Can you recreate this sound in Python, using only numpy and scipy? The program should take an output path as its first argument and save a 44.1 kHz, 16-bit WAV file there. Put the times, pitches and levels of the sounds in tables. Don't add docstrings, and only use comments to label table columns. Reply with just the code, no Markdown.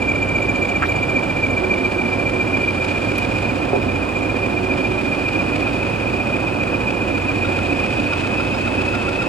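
import sys
import numpy as np
from scipy import signal
from scipy.fft import rfft, irfft, next_fast_len
from scipy.io import wavfile
from scipy.ndimage import uniform_filter1d

SR = 44100
rng = np.random.default_rng(int(sys.argv[2]) if len(sys.argv) > 2 else 0)


def master(y):
    cut = np.clip(np.atleast_2d(y).T, -1, 1)
    pcm = np.round(cut * 32767)
    wavfile.write(sys.argv[1], SR, pcm.astype(np.int16))


N = 409248
TIME = np.arange(N) / SR

# frequency in Hz, relative density in dB per Hz.
ROAR_SPECTRUM = [(20, -22), (55, -8), (110, -3), (190, -2), (290, 3.5), (365, -2), (430, -7.5), (540, -1.5),
                 (640, -7), (730, -7.5), (950, -11.5), (1400, -16.5), (2200, -26), (16000, -99)]
# frequency in Hz, relative density in dB per Hz.
MIC_NOISE_SPECTRUM = [(3000, 0), (8000, -3.5), (11000, -6.5), (13000, -9.5), (16000, -13)]
# frequency in Hz, mean level in dB rms, spread of the pitch waver in Hz.
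HUM_TONES = [(97, -36, 5), (397, -46, 1), (484, -47, 4), (716, -47, 16), (871, -48, 3), (2868, -55.5, 9),
             (15625, -84, .6)]
# multiple of the cycle rate, mean level in dB rms.
FIRING_ORDERS = [(12, -49), (16, -42), (32, -39.5)]
# frequency in Hz, relative level in dB, width in Hz.
LATCH_MODES = [(1340, -6, 120), (1850, -9, 350), (2680, -15, 250), (900, -13, 300)]
DOOR_MODES = [(405, -6, 40), (860, -13, 55), (470, -13, 45), (740, -15, 60), (545, -15, 55)]
PIN_MODES = [(4600, -9, 2500), (7500, -19, 3000), (11600, -10, 3400)]
# time in seconds, relative strength in dB.
LATCH_HITS = [(.8222, 0), (.829, -4), (.836, -3)]
DOOR_HITS = [(3.7315, -3.5), (3.7445, -9), (3.754, -8), (3.762, -7)]
PIN_HITS = [(3.183, 0)]
# centre in seconds, length scale in seconds, gain of the band noise in dB,
# low edge in Hz, high edge in Hz.
AIR_BREATHS = [(.862, .013, -25, 2900, 4300), (.888, .035, -50, 9000, 14000)]
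# frequency in Hz, relative level in dB, 60 dB decay time in seconds.
PANEL_MODES = [(1379.5, -3.5, 0.065), (3750, -14, 0.045), (1235, -9, 0.043), (3119, -15, .025),
               (5060, -19, .04)]
# centre in seconds, relative strength in dB.
PANEL_PUSHES = [(5.136, -36), (5.4116, -28.5), (5.6708, -29), (6.4843, -31.5), (6.9007, -37), (7.319, -29),
                (7.448, -25), (7.5877, -30), (8.127, -21.5), (8.25, -30), (8.399, -26), (8.5432, -21.5),
                (8.6713, -24.5), (8.808, -27), (8.9397, -22.5), (9.084, -25.5), (9.2177, -25)]
# frequency in Hz, relative density in dB per Hz.
HISS_SPECTRUM = [(700, -48), (1300, 1.5), (2000, -4), (2400, 5.5), (3000, -1.5), (4000, -9), (4900, -10),
                 (5600, -17), (6400, -18.5), (7300, -16), (9000, -21.5), (11000, -30), (16000, -56)]
# time in seconds, speed in cycles per second.
SPEED_CURVE = [(0, 3.722), (.506, 3.75), (2.148, 3.578), (3.636, 3.776), (4.674, 3.601), (6.153, 3.751),
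               (7.33, 3.631), (8.297, 3.686), (9.28, 3.649)]
# time in seconds, load from 0 to 1,
# near whistle level in dB, level of its third harmonic in dB (both levels before the puffs swell them).
ENGINE_CURVE = [(0, 0.14, -19, -48), (.8, .2, -20, -46.5), (1.5, .14, -20.5, -52), (2.0, 0.24, -21, -61),
                (2.4, .45, -19.5, -52), (3.0, 0.84, -22, -51), (3.4, 0.77, -22, -49),
                (3.7, 0.13, -25.5, -61), (4.2, .18, -22.5, -46), (4.7, 0.27, -22, -62),
                (5.2, 0.62, -21, -64), (5.8, .7, -22.5, -65), (6.2, 0.29, -21.5, -60),
                (7.0, 0.29, -22, -51), (7.6, .8, -20.5, -50), (8.1, 0.99, -21.5, -62),
                (9.28, 0.92, -23.5, -58)]
# place in the cycle from 0 to 1, length scale in cycles, whistle swell in dB.
FAR_TURBO_PUFFS = [(.08, 0.042, -4), (.22, 0.023, -5.5), (.35, 0.027, 2), (.48, 0.031, -16),
                   (.57, 0.016, -5.5), (.71, 0.03, -0.5), (.825, 0.067, -6), (.98, 0.059, -4)]
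# place in the cycle from 0 to 1, length scale of the whistle swell in cycles,
# swell in dB of whistle, third harmonic and hiss, gain of the whistle swell at full load in dB.
NEAR_TURBO_PUFFS = [(0.031, 0.027, -1.5, 2.5, 6.5, -6.5), (0.129, 0.036, -8, -18, -4, 6.5),
                    (0.285, 0.045, 2, 1.5, -4, -2), (0.382, 0.015, -1.5, -2, 8, 1),
                    (0.533, 0.032, -1.5, 2.5, 4.5, -2), (0.631, 0.031, -6, -9, -6, 9),
                    (0.791, 0.04, 2, 0.5, 1.5, -3), (0.872, 0.015, -11.5, -11, -7, 11),
                    (0.459, 0.0083, -6, -14, -47, 0.5), (.96, 0.048, -20, -14, -28, 3)]
# frequency in Hz, left minus right in dB, left lead in radians, likeness from 0 to 1.
PORT_COLOUR = [(40, 1, -0.45, 0.46), (130, -1, -0.46, 1), (305, -6, -1.04, 0.98), (433, -7, -0.74, 0.46),
               (607, -7.5, -0.14, 0.83), (774, -11.5, -0.67, 0.13), (796, -12, 1.05, 0.67),
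               (980, -7.5, 1.94, 0.83), (1270, -2, 1.5, 0.98), (1910, -2, 0.92, 0.19),
               (2295, -0.8, 1.11, 1), (2870, 1.5, 0.82, 0.8), (4750, -1.5, 0.1, 0.29),
               (6170, -1, 0.26, 0.34), (7150, 2.3, 0.58, 0.6), (10600, 0.5, .01, .93),
               (16000, -1.3, .01, .99)]

ROAR_DB = -23.5
WHINE_ORDER, WHINE_DB, WHINE_LOAD_DB = 102.03, -45.5, 4
CASING_HZ, CASING_WIDTH_HZ, CASING_DB = 369, 3.2, 11
LATCH_T60_S, DOOR_T60_S, PIN_T60_S = 0.038, 0.041, .03
FLYWHEEL_S, START_CYCLE = .51, -.058
# Hz at the start, Hz it settles to unloaded, Hz it settles to at full load, lag in seconds.
NEAR_ROTOR, FAR_ROTOR = (2374, 2336, 2608, 2.8), (2427, 2410, 2760, 3.2)
FAR_IDLE_DB, FAR_LOAD_DB = -33.5, 1.5
CUTOFF_HZ = 16150


def amp(db):
    return 10 ** (np.asarray(db) / 20)


def columns(rows, at):
    first, *rest = np.transpose(rows)
    return [np.interp(at, first, column) for column in rest]


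def highpass_or_band(x, edges_hz, kind):
    return signal.sosfilt(signal.butter(2, edges_hz, kind, fs=SR, output="sos"), x)


def drift(rate):
    step = 40
    pole = np.exp(-2 * np.pi * step * rate / SR)
    noise = rng.standard_normal(N // step + 2002)
    slow = signal.lfilter([1], [1, -2 * pole, pole * pole], noise)[2000:]
    return np.interp(np.arange(N) / step, np.arange(len(slow)), slow / slow.std())


def tone(hz, waver_hz, rate, bend=0):
    turns = np.cumsum(hz + waver_hz * drift(rate)) / SR
    return np.sqrt(2) * np.sin(2 * np.pi * (turns + bend + rng.random()))


def coloured(gate, spectrum):
    size = next_fast_len(N)
    hz = np.arange(1, size // 2 + 2) * SR / size
    spectrum_hz, spectrum_db = np.transpose(spectrum)
    gain = amp(np.interp(np.log(hz), np.log(spectrum_hz), spectrum_db))
    gain = gain / np.sqrt(np.mean(gain ** 2))
    noise = gate * rng.standard_normal((3, N))
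    return irfft(rfft(noise, size) * gain, size)[:, :N]


def resonance(x, hz, t60):
    radius, angle = amp(-60 / (t60 * SR)), 2 * np.pi * hz / SR
    poles = [1, -2 * radius * np.cos(angle), radius * radius]
    return signal.lfilter([0, np.sin(angle)], poles, x + 1e-18)


def puffs(cycle, places, lengths, levels_db, spread_db, rise=0.78, fall=1.16):
    out = np.zeros(N)
    for place, length, level_db in zip(places, lengths, levels_db):
        nearest = np.round(cycle - place)
        luck = np.clip(rng.standard_normal(64), -2, 1.5)[nearest.astype(int) + 2]
        past = (cycle - place - nearest) / length - .15
        steepness = np.where(past > 0, fall, rise)
        out += amp(level_db + spread_db * luck) * np.exp(-(past * steepness) ** 2)
    return out


def rumble():
    roar = coloured(amp(ROAR_DB + 0.42 * drift(7)), ROAR_SPECTRUM)
    return roar + amp(-55) * coloured(1, MIC_NOISE_SPECTRUM)


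def drones(cycle, speed, load):
    out = np.zeros(N)
    for hz, db, waver_hz in HUM_TONES:
        out += amp(db + 2 * drift(1.5)) * tone(hz, waver_hz, rate=5.95)
    for multiple, db in FIRING_ORDERS:
        phase = 2 * np.pi * multiple * cycle + .8 * drift(3)
        out += amp(db + 2 * drift(3)) * np.sqrt(2) * np.sin(phase)
    whine_hz = WHINE_ORDER * speed
    casing_db = CASING_DB * np.exp(-((whine_hz - CASING_HZ) / CASING_WIDTH_HZ) ** 2)
    whine_db = WHINE_DB + WHINE_LOAD_DB * load + casing_db
    return out + amp(whine_db + 1.3 * drift(6.5)) * tone(whine_hz, waver_hz=.8, rate=3.8)


def struck(modes, touches, t60):
    out, after = np.zeros(N), TIME[:SR // 5]
    for s, strength_db in touches:
        burst = .05 * rng.standard_normal(len(after)) * amp(-60 * after / t60)
        burst[0] = 1
        for k, (hz, db, width_hz) in enumerate(modes):
            contact = np.hanning(round(SR / hz / 2) + 3)
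            soft = np.convolve(burst, contact / contact.sum())[:len(after)]
            ring = resonance(soft, hz, t60=np.log(1000) / (np.pi * width_hz))
            out[round(s * SR):][:len(after)] += (-1) ** k * amp(strength_db + db) * ring
    return out


def knocks():
    out = struck(LATCH_MODES, LATCH_HITS, LATCH_T60_S)
    out += struck(PIN_MODES, PIN_HITS, PIN_T60_S)
    out += struck(DOOR_MODES, DOOR_HITS, DOOR_T60_S)
    out = highpass_or_band(out, 280, "high")
    for s, length, db, low_hz, high_hz in AIR_BREATHS:
        air = highpass_or_band(rng.standard_normal(N), [low_hz, high_hz], "band")
        out += amp(db) * air * np.exp(-((TIME - s) / length) ** 2)
    return out


def panel():
    push, out = np.hanning(round(.016 * SR)), np.zeros(N)
    for hz, db, t60 in PANEL_MODES:
        drive = np.zeros(N + len(push))
        for s, strength_db in PANEL_PUSHES:
            at = round(s * SR) - len(push) // 2
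            shake_hz = hz * rng.normal(1, 0.037)
            shake = np.sin(2 * np.pi * (shake_hz * TIME[:len(push)] + rng.random()))
            drive[at:at + len(push)] = amp(strength_db + db + rng.normal(0, 2.2)) * push * shake
        out += resonance(drive[:N], hz, t60) * amp(-34.5)
    return out


def exhaust_hiss(cycle, load):
    place, length, _, _, hiss_db, load_db = np.transpose(NEAR_TURBO_PUFFS)
    levels_db = [db + 1.22 * gain_db * load for db, gain_db in zip(hiss_db, load_db)]
    spurts = puffs(cycle, place, 1.13 * length, levels_db, spread_db=4.0, rise=0.93, fall=0.87)
    gate = amp(3.06 * load) * (1 + amp(-13.5 + 5.0 * load) * spurts)
    return amp(-38) * coloured(gate, HISS_SPECTRUM)


def rotor(load, start_hz, idle_hz, full_hz, lag_s):
    keep = np.exp(-1 / (lag_s * SR))
    target_hz = idle_hz + (full_hz - idle_hz) * load
    return start_hz + signal.lfilter([1 - keep], [1, -keep], target_hz - start_hz)


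def whistle(hz, swell, floor_db, waver_hz):
    level = swell + amp(floor_db)
    return level * tone(hz, waver_hz, rate=60, bend=.19 * np.log(level))


def turbos(cycle, load, near_db, third_db):
    near_hz, far_hz = rotor(load, *NEAR_ROTOR), rotor(load, *FAR_ROTOR)
    place, length, whistle_db, harmonic_db, _, load_db = np.transpose(NEAR_TURBO_PUFFS)
    levels_db = [db + gain_db * load for db, gain_db in zip(whistle_db, load_db)]
    swell = puffs(cycle, place, length, levels_db, spread_db=1.86)
    near = amp(near_db) * whistle(near_hz, swell, floor_db=-21, waver_hz=9.77)
    second = amp(near_db - 32) * swell * tone(2 * near_hz, waver_hz=88.5, rate=60)
    third_swell = puffs(cycle, place, 0.61 * length, harmonic_db, spread_db=1.5)
    third = amp(third_db) * third_swell * tone(3 * near_hz, waver_hz=30, rate=58.5)
    far_swell = puffs(cycle, *np.transpose(FAR_TURBO_PUFFS), spread_db=0.2)
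    far_gain = amp(FAR_IDLE_DB + FAR_LOAD_DB * load)
    far = far_gain * whistle(far_hz, far_swell, floor_db=-9.5, waver_hz=18.84)
    return near + second + third + far


def with_echoes(direct):
    echoes = rng.standard_normal((2, SR // 2)) * amp(-60 * TIME[:SR // 2] / 0.11)
    echoes /= np.sqrt(np.sum(echoes ** 2, axis=1, keepdims=True))
    scattered = signal.fftconvolve(direct[None], echoes, axes=1)[:, :N]
    return np.vstack([direct, scattered])


def ports(arrivals):
    size = next_fast_len(N + 2048)
    hz = np.arange(1, size // 2 + 2) * SR / size
    log_rows = [(np.log(port_hz), *rest) for port_hz, *rest in PORT_COLOUR]
    balance_db, lead, alike = columns(log_rows, np.log(hz))
    alike = np.clip(alike, 0, 1)
    left = amp(balance_db / 2) * np.exp(.5j * lead)
    right = amp(-balance_db / 2) * np.exp(-.5j * lead)
    pair = np.array([left, right])
    shared_power = alike * abs(pair.mean(axis=0)) ** 2
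    scattered_power = (1 - alike) * np.sum(abs(pair) ** 2, axis=0) / 4
    pair /= np.sqrt(shared_power + scattered_power)
    waves = rfft(arrivals, size)
    mixed = np.sqrt(alike) * waves[0] + np.sqrt(1 - alike) * waves[1:]
    return irfft(pair * mixed, size)[:, :N]


def scene():
    raw_speed = columns(SPEED_CURVE, TIME)[0]
    speed = uniform_filter1d(raw_speed, size=round(FLYWHEEL_S * SR), mode="nearest")
    cycle = START_CYCLE + np.cumsum(speed) / SR
    load, near_db, third_db = columns(ENGINE_CURVE, TIME)
    background = rumble() + drones(cycle, speed, load)
    echoed = with_echoes(knocks() + panel() + turbos(cycle, load, near_db, third_db))
    return ports(background + exhaust_hiss(cycle, load) + echoed)


def record(dry):
    return signal.sosfilt(signal.cheby2(20, 60, CUTOFF_HZ, fs=SR, output="sos"), dry)


dry = scene()
out = record(dry)
master(out)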